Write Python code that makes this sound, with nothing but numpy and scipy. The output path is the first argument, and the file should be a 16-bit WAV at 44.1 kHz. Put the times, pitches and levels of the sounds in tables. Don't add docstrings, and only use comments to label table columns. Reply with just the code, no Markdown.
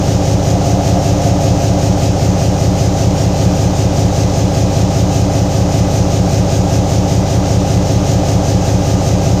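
import sys
import numpy as np
from scipy import signal
from scipy.fft import rfft, irfft, next_fast_len
from scipy.io import wavfile
from scipy.ndimage import uniform_filter1d, map_coordinates

SR = 44100
rng = np.random.default_rng(int(sys.argv[2]) if len(sys.argv) > 2 else 0)


def log_audio(samples):
    frames = np.atleast_2d(samples).T
    limited = np.clip(frames, -1, 1)
    pcm = np.round(limited * 32767).astype(np.int16)
    wavfile.write(sys.argv[1], SR, pcm)


N = 414540
T = np.arange(N) / SR

# (time [s], half width [s], extra speed [turns/s])
SPEED_SURGES = [(1.107, .988, .0562), (4.8, 1.761, .0162), (8.038, .669, .0193)]
# (multiple of crank speed [1], rms level [dB])
GEAR_TONES = [(218, -51), (238, -46.5), (317, -52.5), (394, -50), (475, -54)]
# (frequency [Hz], relative level [dB])
HISS_SPECTRUM = [(600, -24), (1400, -6.5), (2280, -7), (2550, -5.5), (3600, -6), (5100, -3), (6200, 0.44),
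                 (7000, -3), (7650, -12.5), (8500, -12), (9800, -20), (11300, -32.5), (12200, -18),
                 (15200, -24.5)]
# (frequency [Hz], width [Hz], relative level [dB])
COVER_MODES = [(2520, 26, 0.5), (2470, 66, -5), (5500, 37, -2), (5930, 34, -2.5), (6240, 41, -4),
               (6900, 44, -4)]
# (frequency [Hz], relative level [dB])
CHURN_SPECTRUM = [(60, -20), (110, 5.5), (180, 12.5), (230, 0), (285, 4.5), (330, -3), (450, 0), (560, 3.5),
                  (830, -1), (1020, -8.5), (1280, -11), (1900, -27.5), (4000, -21)]
# (crank position [turns], relative strength [dB])
GEAR_KNOCKS = [(.005, 2.5), (.095, 0), (.156, 4.5), (.25, -6.5), (.405, 3), (.511, -3), (.617, -10),
               (.78, -3), (.965, 5)]
# (frequency [Hz], width [Hz], relative level [dB])
PANEL_MODES = [(271, 5.8, -2.5), (296.8, 10.6, -1.5), (311, 8.5, -3), (364, 6.2, -3), (377.3, 11, 0.5),
               (396, 50, -3.5), (492.4, 16, -1), (528.6, 7.7, 4), (528, 38, -6.5), (563, 16, 2),
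               (585, 46, -0.5), (660, 14, 2.5), (674.5, 3.5, 5), (726, 7.7, 1), (744, 16, -20),
               (795, 32, 0), (817, 62, -3.5), (960, 47, -16.5), (1250, 39, -17.5)]
# (frequency [Hz], relative level [dB])
PANEL_RADIATION = [(200, -54), (265, 1), (850, -4.5), (1050, -6.5), (1250, -4.5), (2200, -23)]
# (crank position [turns], relative strength at the listener [dB])
CYLINDER_FIRINGS = [(.025, -5.3), (.076, -11), (.11, -.6), (.175, -7.1), (.216, -1), (.282, -4.8),
                    (.351, -.3), (.423, 5.4), (.464, .5), (.526, -4.6), (.618, 2.2), (.661, -3.3),
                    (.744, 6.4), (.798, -3.7), (.876, -2), (.941, -12)]
# (frequency [Hz], width [Hz], relative level [dB], sign at the listener [1])
BOOM_MODES = [(40.7, 2.5, -11.2, 1), (76.1, 6.1, -12.8, -1), (92.5, 5.6, -7.2, -1), (118.7, 18.1, -15.4, 1),
              (147.0, 41.2, -19.3, 1), (175.0, 7.8, -8.2, 1), (191.4, 7.0, -16.1, -1),
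              (254.8, 7.0, -25.1, -1), (279.5, 33.3, -21.0, 1)]

IDLE_TURNS_PER_S = 5.1001
HISS_DB, SIDE_DB = -28, -2
SWELL_AT_TURNS, SWELL_SQUARENESS = 0.49, 1.28
HUM_DB, HUM_DB_PER_TURN_PER_S = -25.8, 60
CLATTER_DB, CHURN_DB = -19.7, -25
APART_HZ, TOP_HZ = 11000, 15250


def amp(db):
    return 10 ** (np.asarray(db) / 20)


def unit(x):
    return x / np.sqrt(np.mean(x ** 2) + 1e-20)


def colour(points, hz):
    f, db = np.transpose(points)
    return amp(np.interp(np.log(hz + 1), np.log(f + 1), db, left=-120, right=-120))


def wobble(rate):
    knots = rng.standard_normal(int(N * rate / SR) + 4)
    return map_coordinates(knots, [T * rate])


def filtered(x, response):
    size = next_fast_len(N + SR // 2)
    hz = np.fft.rfftfreq(size, 1 / SR)
    return irfft(rfft(x, size) * response(hz), size)[..., :N]


def noise(spectrum):
    return unit(filtered(rng.standard_normal(N), lambda hz: colour(spectrum, hz)))


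def resonance(f, hz, width):
    return 1j * f * width / (hz * hz - f * f + 1j * f * width)


def mode_power(modes, f):
    return sum(np.abs(amp(db) * resonance(f, hz, width)) ** 2 for hz, width, db in modes)


def shaft_speed():
    humps = sum(extra * np.exp(-((T - s) / width) ** 2) for s, width, extra in SPEED_SURGES)
    return IDLE_TURNS_PER_S + humps


def gears(crank, flutter_db, backlash):
    total = 0
    for order, db in GEAR_TONES:
        level = amp(db + flutter_db * wobble(9)) * np.sqrt(2)
        phase = 2 * np.pi * round(order) * crank + backlash * wobble(7)
        total = total + level * np.sin(phase)
    return total


def hiss(crank, swell_db, bright_swell_db, waver, tick_db, ticks_per_s, ring_db, ring_t60):
    once_a_turn = np.cos(2 * np.pi * (crank - SWELL_AT_TURNS))
    swell = np.tanh(SWELL_SQUARENESS * once_a_turn) + waver * wobble(20)
    t = T[:SR // 3]
    walls = unit(rng.standard_normal(len(t)) * amp(-60 * t / ring_t60)) / np.sqrt(len(t))
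    rub, sizes = rng.standard_normal((2, N + len(t) - 1))
    ticks = unit(sizes * (rng.random(len(sizes)) < ticks_per_s / SR))
    contact = rub + amp(tick_db) * ticks
    sound = contact[-N:] + amp(ring_db) * signal.fftconvolve(contact, walls, "valid")

    def tone(hz):
        return colour(HISS_SPECTRUM, hz) * np.sqrt(1 + 2 * mode_power(COVER_MODES, hz))

    def bright(hz):
        return hz ** 4 / (hz ** 4 + 7500 ** 4)

    middle = filtered(unit(sound * amp(swell_db * swell)), lambda hz: tone(hz) * (1 - bright(hz)))
    top = filtered(unit(sound * amp(bright_swell_db * swell)), lambda hz: tone(hz) * bright(hz))
    return unit(middle + top)


def hum(crank, throb, drift, order=56):
    swell = 1 + throb * np.cos(4 * np.pi * (crank - .12))
    return unit(swell * np.sin(2 * np.pi * order * crank + drift * wobble(9.3)))


def knocking(crank, life_turns, bed):
    angle = np.linspace(0, 1, num=1024)
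    blows = sum(amp(db) * np.exp(-((angle - position) % 1) / life_turns) for position, db in GEAR_KNOCKS)
    return unit(bed + np.interp(crank % 1, angle, blows))


def churn(crank):
    return unit(noise(CHURN_SPECTRUM) * knocking(crank, life_turns=0.06, bed=2.0))


def buzz(speed, level_db, reach):
    def panels(f):
        return resonance(f, 540, 42) ** 2 + amp(-1.5) * resonance(f, 695, 67) ** 2

    ringing = unit(filtered(rng.standard_normal(N), panels))
    nearness = np.exp(-((speed.max() - speed) / reach) ** 2)
    return amp(level_db) * nearness * ringing


def clatter(crank, slack_turns, even, size=4096):
    hz = np.arange(size // 2 + 1) * crank[-1] / T[-1]
    strength = colour(PANEL_RADIATION, hz) * np.sqrt(mode_power(PANEL_MODES, hz))
    rattle = irfft(strength * np.exp(2j * np.pi * rng.random(len(hz))), size)
    local_power = np.abs(uniform_filter1d(rattle ** 2, size // 12, mode="wrap"))
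    rattle = rattle / local_power ** (even / 2)
    angle = (crank + slack_turns * wobble(30)) % 1
    contacts = map_coordinates(rattle, [angle * size], mode="grid-wrap")
    return unit(contacts * knocking(crank, life_turns=0.024, bed=2.2))


def firing(crank, level_db, scatter_db, jitter_s, muffle_hz):
    position, db = np.transpose(CYLINDER_FIRINGS)
    turns = np.arange(-2, int(crank[-1]) + 1)[:, None]
    when = np.interp(turns + position, np.r_[-2, crank], np.r_[-2 / IDLE_TURNS_PER_S, T]).ravel()
    chance = rng.standard_normal((len(when), 2))
    strength = amp(np.tile(db, len(turns)) + scatter_db * chance[:, 0]) * (when < T[-1])
    size = next_fast_len(N + SR // 2)
    samples = ((when + jitter_s * chance[:, 1]) * SR).astype(int) % size
    pulses = np.bincount(samples, strength, size)

    def body(f):
        return sum(sign * amp(gain_db) * resonance(f, hz, width) for hz, width, gain_db, sign in BOOM_MODES)

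    def muffle(f):
        return 1 / np.sqrt(1 + (f / muffle_hz) ** 40)

    return amp(level_db) * unit(filtered(pulses, lambda f: body(f) * muffle(f)))


def scene():
    speed = shaft_speed()
    crank = np.cumsum(speed) / SR
    beat = firing(crank, level_db=-12.5, scatter_db=0.5, jitter_s=.00006, muffle_hz=252)
    works = amp(CLATTER_DB) * clatter(crank, slack_turns=0.0002, even=0.7)
    works = works + amp(CHURN_DB) * churn(crank)
    hum_db = HUM_DB + HUM_DB_PER_TURN_PER_S * (speed - IDLE_TURNS_PER_S)
    drone = amp(hum_db) * hum(crank, throb=0.25, drift=0.56)
    whine = gears(crank, flutter_db=2.5, backlash=0.51)
    panels = buzz(speed, level_db=-23.5, reach=0.032)
    mid, side = [amp(HISS_DB) * hiss(crank, swell_db=2.0, bright_swell_db=4.0, waver=.1, tick_db=-10.3,
                                     ticks_per_s=220, ring_db=-7, ring_t60=0.31) for _ in range(2)]
    side = amp(SIDE_DB) * filtered(side, lambda hz: hz > APART_HZ)
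    engine = beat + works + drone + whine + panels + mid
    return np.array([engine + side, engine - side])


def record(dry):
    rounded = dry / (1 + np.abs(dry / .97) ** 8) ** (1 / 8)
    return filtered(rounded, lambda hz: hz < TOP_HZ)


dry = scene()
out = record(dry)
log_audio(out)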